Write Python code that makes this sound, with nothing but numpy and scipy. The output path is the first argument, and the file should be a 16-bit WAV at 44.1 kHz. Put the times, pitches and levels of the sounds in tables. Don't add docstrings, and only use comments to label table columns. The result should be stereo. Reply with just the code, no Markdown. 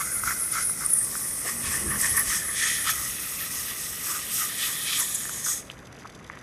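import sys
import numpy as np
from scipy import signal
from scipy.fft import rfft, irfft, next_fast_len
from scipy.io import wavfile

SR = 44100
rng = np.random.default_rng(int(sys.argv[2]) if len(sys.argv) > 2 else 0)


def materialize(psi):
    bounded = np.clip(np.atleast_2d(psi).T, -1, 1)
    quanta = np.round(bounded * 32767).astype(np.int16)
    wavfile.write(sys.argv[1], SR, quanta)


N = 283326
TIME = np.arange(N) / SR
SIZE = next_fast_len(N + SR // 2)
FREQS = np.maximum(np.arange(SIZE // 2 + 1) * SR / SIZE, 1)

# t/s, lower mouth/Hz, upper mouth/Hz, tooth face/Hz,
# tooth face over splash/dB, tooth gap over splash/dB
JET_AIM = [(0, 1350, 2050, 6900, 1, -10), (.55, 1380, 2030, 6500, -17, -22),
           (1.1, 1200, 1900, 6740, -21, -6.5), (2.05, 1163, 1820, 6400, -14, -4.5),
           (2.7, 1320, 1860, 6630, -2, -3.5), (3.7, 1224, 1910, 6800, -7.5, 0.5),
           (4.6, 1254, 1860, 7000, -3.5, 3.5), (5.15, 1175, 1810, 6900, 6.5, 6),
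           (5.6, 1230, 1900, 6570, 4.5, 5)]
# t/s, jet/dB, splash/dB, wash/dB, edge/dB, lower mouth/dB, upper mouth/dB
SPRAY_BED = [(0, -32, -29.5, -42.5, -29.5, -38, -44.5), (.75, -35.5, -30.5, -44, -30.5, -49, -49.5),
             (1.35, -31.5, -29, -45, -33.5, -50.5, -49), (1.9, -37, -29, -38.5, -29, -47, -41.5),
             (2.5, -37.5, -28.5, -37.5, -31.5, -45.5, -37.5), (2.9, -34, -43, -36, -31, -59, -40),
             (3.25, -30, -31.5, -36, -34.5, -47, -45), (4.0, -33, -34.5, -39, -39, -51, -46.5),
             (4.7, -32, -34, -32, -33, -48.5, -42), (5.1, -32.5, -33, -34, -31.5, -51, -47.5),
             (5.27, -37, -34, -40, -35.5, -53, -44.5), (5.6, -40, -34.5, -41, -37, -51, -48)]
# t/s, length/s, jet/dB, splash/dB, wash/dB, lower mouth/dB, upper mouth/dB
GAP_PASSES = [(.005, 0.044, -36, -32, -34, -26, -37), (0.291, 0.081, -29.5, -23, -36.5, -30.5, -35.5),
              (0.575, 0.1, -43, -22, -34.5, -31, -36), (0.826, 0.065, -40, -27.5, -56, -36.5, -44),
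              (1.175, 0.14, -35, -26, -44, -48, -50), (1.485, 0.075, -31, -23, -34.5, -37.5, -34),
              (1.664, 0.052, -44, -26, -29, -38.5, -40), (1.744, 0.082, -30, -22.5, -33.5, -39, -33),
              (1.934, 0.071, -32, -46, -56, -35, -33), (2.003, 0.034, -25, -21.5, -57, -44, -40),
              (2.061, 0.078, -30, -18.5, -30.5, -40, -29), (2.183, 0.082, -28, -23.5, -37, -35.5, -29),
              (2.328, 0.1, -28.5, -18, -29.5, -40.5, -32.5), (2.66, 0.16, -61, -20.5, -23.5, -41, -28.5),
              (2.798, 0.097, -38, -35, -37, -45.5, -34.5), (2.886, 0.048, -40, -26, -23, -29.5, -28.5),
              (2.957, 0.24, -32, -24.5, -72, -40, -51), (3.42, 0.056, -34, -53, -34, -49, -41),
              (3.567, 0.1, -35, -29, -61, -53, -51), (3.703, 0.067, -34, -45, -36.5, -55, -41),
              (3.838, 0.11, -37, -30.5, -51, -54, -65), (4.08, 0.098, -28.5, -28.5, -39, -56, -60),
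              (4.138, 0.12, -39, -29, -43, -38.5, -46), (4.349, 0.073, -26, -27.5, -35.5, -53, -58),
              (4.412, 0.09, -25, -25, -37, -36, -41), (4.627, 0.071, -31, -28.5, -25.5, -44, -38),
              (4.687, 0.091, -28, -31.5, -56, -42, -40), (4.927, 0.1, -51, -34, -23, -42, -45),
              (4.999, 0.072, -44, -28.5, -57, -40, -36), (5.495, 0.07, -27.5, -26, -41, -49, -48)]


def from_db(db):
    return np.exp(np.asarray(db, np.float32) * np.float32(np.log(10) / 20))


def rms_one(x):
    return x / np.sqrt(np.mean(x ** 2) + 1e-20)


def in_time(rows):
    times, *columns = np.transpose(rows)
    return [np.interp(TIME, times, column) for column in columns]


def over_hz(points):
    hz, value = np.transpose(points)
    return np.interp(np.log(FREQS), np.log(hz), value)


def spectrum_of(x):
    return rfft(x.astype(np.float32), SIZE)


def filtered(x, response):
    return irfft(spectrum_of(x) * response.astype(np.float32), SIZE)[..., :N]


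def coloured(x, spectrum):
    skirts = np.minimum(FREQS / spectrum[0][0], 1) ** 2 * np.minimum(spectrum[-1][0] / FREQS, 1) ** 2
    return rms_one(filtered(x, from_db(over_hz(spectrum)) * skirts))


def drift(rate):
    knots = rng.standard_normal(N // 8)
    return rms_one(np.interp(TIME * rate, np.arange(len(knots)), knots))


def turbulence(flutter_db, rate):
    return rng.standard_normal((2, N), np.float32) * from_db(flutter_db * drift(rate))


def resonator(hz, width_hz):
    r = np.exp(-np.pi * width_hz / SR)
    return (1 - r * r) / 2 * np.array([1, 0, -1]), [1, -2 * r * np.cos(2 * np.pi * hz / SR), r * r]


def resonate(x, hz, width_hz):
    return signal.lfilter(*resonator(hz, width_hz), x + 1e-18)


def cavity(x, hz, width_hz, skirt_hz, size=512):
    out, state = np.zeros((2, N), np.float32), np.zeros((2, 2, 2))
    for i in range(0, N, size):
        block = x[:, i:i + size]
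        for k, width in enumerate((width_hz, skirt_hz)):
            block, state[k] = signal.lfilter(*resonator(hz[i], width), block, zi=state[k])
        out[:, i:i + size] = block
    return rms_one(out)


def around(t, length):
    return slice(max(int((t - 2 * length) * SR), 0), int((t + 2 * length) * SR))


def surge(age, length):
    steepness = np.where(age < 0, 3.26, 2.2)
    return np.exp(-np.log(2) * np.abs(2 * age / length) ** steepness)


def sweep(layer, length_share=1):
    bed_column = ("jet", "splash", "wash", "edge", "lower", "upper").index(layer)
    pass_column = ("jet", "splash", "wash", "lower", "upper").index(layer)
    power = from_db(in_time(SPRAY_BED)[bed_column]) ** 2
    for t, length, *levels_db in GAP_PASSES:
        near = around(t, length)
        power[near] += from_db(levels_db[pass_column]) ** 2 * surge(TIME[near] - t, length_share * length)
    return np.sqrt(power)


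def shower(per_s, low_hz, high_hz, cycles, scatter_db, pitches=18):
    sizes = (rng.random(N) < per_s / SR) * from_db(scatter_db * np.clip(rng.standard_normal(N), -2, 1.5))
    clicks = sizes * rng.choice([-1, 1], (2, N))
    pitch_index = rng.integers(0, pitches, N)
    rings = sum(resonate(clicks * (pitch_index == k), hz, np.log(1000) / np.pi * hz / cycles)
                for k, hz in enumerate(np.geomspace(low_hz, high_hz, pitches)))
    return rms_one(resonate(rings, np.sqrt(low_hz * high_hz), high_hz - low_hz))


def bursts(rows):
    out, lag = np.zeros((2, N)), np.arange(-SR // 4, SR // 4)
    for t, db, spread, hz, width in rows:
        bell = np.exp(-.5 * (lag / SR / spread) ** 2)
        burst = bell * resonate(resonate(rng.standard_normal((2, len(lag))), hz, width), hz, width)
        burst *= np.sqrt(np.mean(bell ** 2) / np.mean(burst ** 2))
        out[:, round(t * SR) + lag] += from_db(db) * burst
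    return out


def room_tone():
    rumble = [(0, -44, -49), (1.4, -44, -52), (1.9, -38.5, -42), (2.5, -44, -51.5), (3.3, -45.5, -48),
              (5.0, -45, -69), (6.42, -45, -90)]
    colour = [(20, -18), (40, -3), (63, 1.5), (85, -3), (118, 3), (230, 0.5), (350, -3), (550, -4.5),
              (800, -9), (1250, -8), (2000, -10), (3000, -22.5), (6000, -62), (11000, -46)]
    likeness = [(50, 0.51), (150, 0.94), (400, 0.55), (750, 0.29), (1200, 0.13), (2000, 0.033),
                (8000, 0.33)]
    level_db, tremor_db = in_time(rumble)
    alike = np.clip(over_hz(likeness), 0, 1)
    sign = np.array([[1], [-1]])
    air = coloured(rng.standard_normal((2, N), np.float32), colour)
    mid, side = filtered(air, np.sqrt((1 + sign * alike) / 2))
    shake = turbulence(flutter_db=2.5, rate=7.2)
    tremor = rms_one(resonate(resonate(shake, hz=54, width_hz=70), hz=54, width_hz=70))
    return from_db(level_db - 0.5) * (mid + sign * side) + from_db(tremor_db) * tremor


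def air_jet():
    colour = [(9000, -22), (11000, 12), (12200, 9.5), (13500, 14), (14600, 14.5), (15600, 14)]
    return sweep("jet") * from_db(-1.0) * coloured(turbulence(flutter_db=1.5, rate=540), colour)


def gum_wash():
    pocket = [(0, 4150), (1.2, 3760), (1.55, 2360), (2.0, 3100), (2.5, 3200), (2.95, 3270), (3.2, 2530),
              (4.2, 2700), (4.6, 3220), (5.6, 3400)]
    colour = [(900, -45), (1600, -8.5), (2200, 2), (2500, 5.5), (2800, -6.5), (3350, 6.5), (3800, 4),
              (4600, 4.5), (5300, 2.5), (7500, -8)]
    drive = turbulence(flutter_db=1.5, rate=120)
    cheek = from_db(-5.5) * cavity(drive, in_time(pocket)[0] + 120 * drift(8.2), 480, skirt_hz=1200)
    wash = coloured(turbulence(flutter_db=0.0, rate=510), colour)
    return sweep("wash") * from_db(-5.5) * (wash + cheek)


def tooth_splash():
    colour = [(3300, -24), (4300, -8.5), (5000, 4.5), (5600, 9.5), (6100, 6), (6600, 7.5), (7050, 5),
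              (7500, 7), (8800, -13), (10000, 3.5), (13000, -37)]
    _, _, face_hz, face_db, gap_db = in_time(JET_AIM)
    splash = from_db(-1.0) * coloured(turbulence(flutter_db=1.0, rate=460), colour)
    face = cavity(turbulence(flutter_db=-1.5, rate=310), face_hz + 90 * drift(4.41), 560, skirt_hz=1690)
    gap = cavity(turbulence(flutter_db=1.2, rate=240), 8250 + 90 * drift(9.0), 780, skirt_hz=1710)
    return sweep("splash") * from_db(-5.5) * (splash + from_db(face_db) * face + from_db(gap_db) * gap)


def edge_hiss():
    pitch = [(0, 9620), (1.4, 9160), (2.4, 10300), (3.3, 9400), (5.6, 10700)]
    in_gap = np.zeros(N)
    for t, length, *_ in GAP_PASSES:
        near = around(t, length)
        in_gap[near] += surge(TIME[near] - t, length)
    in_gap = np.minimum(in_gap, 1)
    _, _, _, edge_db, _, _ = in_time(SPRAY_BED)
    drive = turbulence(flutter_db=0.5, rate=290)
    centre_hz = in_time(pitch)[0] + 320 * in_gap + 130 * drift(10)
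    return from_db(edge_db + 0.7 * in_gap - 3.0) * cavity(drive, centre_hz, width_hz=3400, skirt_hz=1900)


def spray(splutter_db=1.0, feed_db=0.29):
    jet, wash, teeth, edge = air_jet(), gum_wash(), tooth_splash(), edge_hiss()
    hiss = sum(part * from_db(splutter_db * drift(75)) for part in (jet, wash, edge, teeth))
    droplets = shower(per_s=900, low_hz=3450, high_hz=6200, cycles=8.1, scatter_db=3.5)
    patter = sweep("splash") * from_db(-17.5) * droplets
    return (hiss + patter) * from_db(feed_db * drift(90))


def mouth():
    lower_hz, upper_hz, *_ = in_time(JET_AIM)
    churn = from_db(1.6 * drift(170))
    drive = turbulence(flutter_db=1.0, rate=550)
    lower = from_db(-1.0) * cavity(drive, lower_hz + 40 * drift(40) + 30 * drift(9), 126, skirt_hz=600)
    upper = cavity(drive, upper_hz + 40 * drift(60) + 22 * drift(9), 146, skirt_hz=556)
    lower_gain, upper_gain = sweep("lower", length_share=0.64), sweep("upper", length_share=0.64)
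    bubbles = shower(per_s=260, low_hz=1090, high_hz=2140, cycles=14, scatter_db=2.4)
    gurgle = from_db(-9.5) * np.sqrt(lower_gain * upper_gain) * bubbles
    return churn * (lower_gain * lower + upper_gain * upper) + gurgle


def suction(fine_per_s, fine_db, snap_trim_db, draught_db):
    slugs = [(5.714, -29), (5.7893, -33), (5.8256, -44), (5.855, -42), (5.87, -30.5), (5.9264, -33),
             (5.948, -39), (5.9663, -35), (5.995, -35), (6.0192, -38), (6.073, -29.5), (6.098, -30),
             (6.1518, -39), (6.1753, -44), (6.1898, -43), (6.227, -41), (6.244, -39), (6.275, -40),
             (6.3494, -46), (6.3893, -47), (6.414, -44)]
    tube_modes = [(3360, 690, 0), (4860, 340, 5), (6000, 430, 5), (7500, 1200, 0), (9100, 1100, -7),
                  (11000, 680, -6)]
    snaps = (rng.random(N) < fine_per_s / SR) * from_db(fine_db + 1.7 * rng.standard_normal(N))
    for t, db in slugs:
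        snaps[round((t + .0015) * SR)] = from_db(db + snap_trim_db)
    snap_shape = np.exp(-np.abs(np.arange(-SR // 50, SR // 50)) / (0.0013 * SR))
    crackle = signal.fftconvolve(snaps, snap_shape, "same")
    air = (crackle + from_db(draught_db)) * rng.standard_normal((2, N))
    return sum((-1) ** k * from_db(db) * resonate(air, hz, width)
               for k, (hz, width, db) in enumerate(tube_modes))


def froth():
    return from_db(-57.5) * shower(per_s=170, low_hz=920, high_hz=2840, cycles=13, scatter_db=5.6)


def squeals(sag_hz_per_s=1500):
    grazes = [(.155, 0.057, -28.5, 10200), (.425, 0.061, -27.5, 10200), (.657, 0.05, -25, 9660),
              (.712, 0.035, -28.5, 9850), (.95, 0.09, -24.5, 9750), (1.005, 0.081, -25, 9340),
              (1.31, 0.2, -32, 9650), (1.61, 0.063, -39, 9600), (1.88, 0.25, -37, 10060),
              (2.11, 0.036, -24.5, 10400), (2.195, 0.045, -27, 10850), (2.5, .1, -34, 10000),
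              (2.6, 0.043, -33.5, 10700), (2.7, 0.067, -40, 11400), (2.81, 0.083, -34.5, 10100)]
    power = np.full(N, 1e-12)
    weighted_hz = power * grazes[0][-1]
    for t, length, db, hz in grazes:
        near = around(t, length)
        age = TIME[near] - t
        swell = from_db(db) ** 2 * surge(age, length)
        power[near] += swell
        weighted_hz[near] += swell * (hz - sag_hz_per_s * age)
    centre_hz = weighted_hz / power + 130 * drift(37.4)
    hiss = cavity(turbulence(flutter_db=1.5, rate=190), centre_hz, width_hz=1600, skirt_hz=2400)
    return np.sqrt(power) * from_db(0.5) * cavity(hiss, centre_hz, width_hz=3900, skirt_hz=3400)


def drops(low_cut_hz=950):
    pops = [(0.236, -16, 1340, 26), (0.696, -24, 1340, 28), (1.154, -19.5, 1280, 10),
            (5.254, -21.5, 1770, 31), (5.294, -19.5, 1360, 9.5), (5.6999, -22.5, 2950, 10),
            (5.7, -30, 1250, 16), (6.047, -29, 1300, 14), (6.053, -27, 950, 12), (6.057, -26, 1200, 13),
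            (6.061, -35, 1550, 12), (6.212, -33, 1170, 11), (6.2464, -44, 3620, 8.9),
            (6.299, -22.5, 2000, 10), (6.2995, -26.5, 1060, 11), (6.337, -29, 1840, 9),
            (6.368, -35, 1930, 9.8), (6.372, -30, 1220, 8)]
    out, age = np.zeros((2, N + SR)), np.arange(SR // 20) / SR
    for t, db, hz, cycles in pops:
        ring = np.sin(2 * np.pi * hz * age) * from_db(-60 * age * hz / cycles) * [[1], [.4]]
        noise = 1.1 * rng.standard_normal((2, len(age))) * from_db(-60 * age / 0.0032)
        crack = 3.7 * resonate(resonate(noise, hz, 0.35 * hz), hz, 0.52 * hz)
        start = round(t * SR)
        out[:, start:start + len(age)] += from_db(db) * (ring + crack)
    return signal.sosfilt(signal.butter(2, low_cut_hz, "high", fs=SR, output="sos"), out[:, :N])


def gulps(bubbles_per_s=320, ring_cycles=11, pitch_scatter=0.082, pitch_rise=0.18):
    clusters = [(0.264, .016, -30, 1400), (0.304, 0.033, -31, 1510), (0.583, .04, -35, 1450),
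                (0.828, .035, -38.5, 1400), (2.885, .04, -36.5, 1330), (4.12, .07, -37.5, 1450),
                (4.426, 0.032, -40, 1270), (5.01, .02, -34.5, 1160), (5.473, 0.028, -33.5, 1300)]
    out, age = np.zeros(N + SR), np.arange(SR // 25) / SR
    for t, length, db, hz in clusters:
        cluster = np.zeros(N + SR)
        count = max(int(bubbles_per_s * length), 1)
        for when, pitch, size in rng.standard_normal((40, 3))[:count]:
            cycles = age * hz * np.exp(pitch_scatter * pitch)
            life = cycles / ring_cycles
            chirp = np.sin(2 * np.pi * cycles * (1 + pitch_rise * life / 2))
            start = round((t + length * np.clip(when, -2, 2) / np.e) * SR)
            cluster[start:start + len(age)] += from_db(2 * size - 60 * life) * chirp
        out += from_db(db) * cluster * np.sqrt(length * SR / np.sum(cluster ** 2))
    return resonate(out[:N], hz=1630, width_hz=1100) * np.array([[1], [.4]])


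def spits():
    flicks = [(.523, -21.5, 0.0034, 9600, 800), (.855, -26, 0.0066, 9400, 1590),
              (.863, -13.5, 0.00095, 9600, 1300), (.937, -16, 0.004, 9900, 1300),
              (2.015, -17, 0.0023, 9100, 3970), (2.175, -19, 0.0059, 10200, 3500),
              (2.195, -18, 0.0038, 10900, 3000), (2.903, -23.5, 0.0052, 12700, 4000),
              (2.905, -22, 0.0088, 6140, 2000), (3.425, -31, 0.02, 13700, 3500),
              (5.0, -25.5, 0.017, 10600, 4500), (5.148, -24, 0.0034, 10000, 3500),
              (5.155, -19, 0.005, 7600, 1600)]
    return bursts(flicks)


def handling_bumps():
    knocks = [(1.462, -38.5, 0.012, 470, 360), (1.688, -35, 0.009, 73.4, 31), (1.843, -38, 0.015, 380, 120),
              (1.848, -32.5, 0.0098, 208, 32), (1.876, -31.5, 0.0075, 79.5, 24),
              (1.882, -40, 0.013, 335, 98), (1.9, -36, 0.018, 160, 62), (1.94, -39, 0.028, 190, 81),
              (2.128, -35, 0.016, 61.6, 34), (2.28, -42.5, 0.023, 46, 11)]
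    return bursts(knocks)


def hum(middle_s=1.585, length_s=.13, hz=234):
    swell = np.sqrt(2 * surge(TIME - middle_s, length_s))
    return from_db(-43.5) * swell * np.sin(2 * np.pi * hz * TIME)


def valve(shut_s=5.58, shut_db_per_s=332, leak_db=-14.5, leak_db_per_s=78):
    closed_s = np.maximum(TIME - shut_s, 0)
    return np.maximum(from_db(-shut_db_per_s * closed_s), from_db(leak_db - leak_db_per_s * closed_s))


def sip():
    envelope = np.interp(TIME, [6.3, 6.33, 6.42], [0, 1, .8])
    slurp = rms_one(resonate(turbulence(flutter_db=4.5, rate=87), hz=1840, width_hz=230))
    return from_db(-49.0) * envelope * slurp


def reflections(early_db=-15, early_t60_s=0.02, tail_db=-17, tail_t60_s=0.066):
    age = np.arange(SR // 2) / SR
    response = np.zeros((2, len(age)))
    response[:, 0] = 1
    for db, t60 in ((early_db, early_t60_s), (tail_db, tail_t60_s)):
        decay = from_db(np.maximum(-60 * age / t60, -200)) * (age > .002)
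        echo = rng.standard_normal(response.shape) * decay
        response += from_db(db) * echo / np.linalg.norm(echo, axis=1, keepdims=True)
    return spectrum_of(response / np.linalg.norm(response, axis=1, keepdims=True))


def microphone(x, lift_s=(1.9, 3.56)):
    likeness = [(150, .8), (750, .4), (1250, .86), (2500, .72), (4500, .78), (5800, .6), (7200, .78),
                (9000, .68), (9900, 1), (12100, 1), (13200, .58), (14000, .7), (14800, 1)]
    phase_near = [(300, -.2), (1400, .4), (2200, .7), (3000, 1.6), (4000, 2.9), (7200, 3.3), (8200, .8),
                  (9200, .7), (9900, 0), (12300, 0), (13200, -1.4), (14700, -np.pi)]
    phase_far = [(300, -.2), (1300, .3), (1800, -.5), (2500, .2), (3700, .1), (4300, 2.2), (6200, 1.4),
                 (7300, 2.7), (8900, 1.9), (9900, 0), (12400, 0), (13300, -1.5), (14900, -np.pi)]
    balance_near = [(3500, -0.5), (5100, 3), (6500, -6.5), (8000, 1.5), (10000, 0)]
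    balance_far = [(3200, 0), (5800, -3), (7200, -2.5), (8400, -5.5), (9600, -0.5)]
    alike = np.clip(over_hz(likeness), 0, 1)
    sign = np.array([[1], [-1]], np.float32)
    arriving = spectrum_of(x) * np.sqrt((1 + sign * alike) / 2).astype(np.float32)
    heard = []
    for phase, balance in ((phase_near, balance_near), (phase_far, balance_far)):
        mid, side = arriving * reflections()
        pan = from_db(sign * over_hz(balance) / 2)
        pan = pan / np.sqrt(np.mean(pan ** 2, axis=0))
        turn = np.exp(1j * sign * over_hz(phase) / 2)
        heard.append(irfft((mid + sign * side) * pan * turn, SIZE)[:, :N])
    near, far = heard
    lifted = np.interp(TIME, lift_s, [0, 1])
    return (1 - lifted) * near + lifted * far


def scene():
    water = valve() * (spray() + mouth() + gulps() + squeals()) + spits() + drops()
    tube = suction(fine_per_s=94, fine_db=-46.5, snap_trim_db=-4.5, draught_db=-55) + sip() + froth()
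    return microphone(water + tube + handling_bumps() + hum()) + room_tone()


def record(dry):
    cutoff_hz = 15700
    return filtered(dry, 1 / np.sqrt(1 + (FREQS / cutoff_hz) ** 240))


dry = scene()
out = record(dry)
materialize(out)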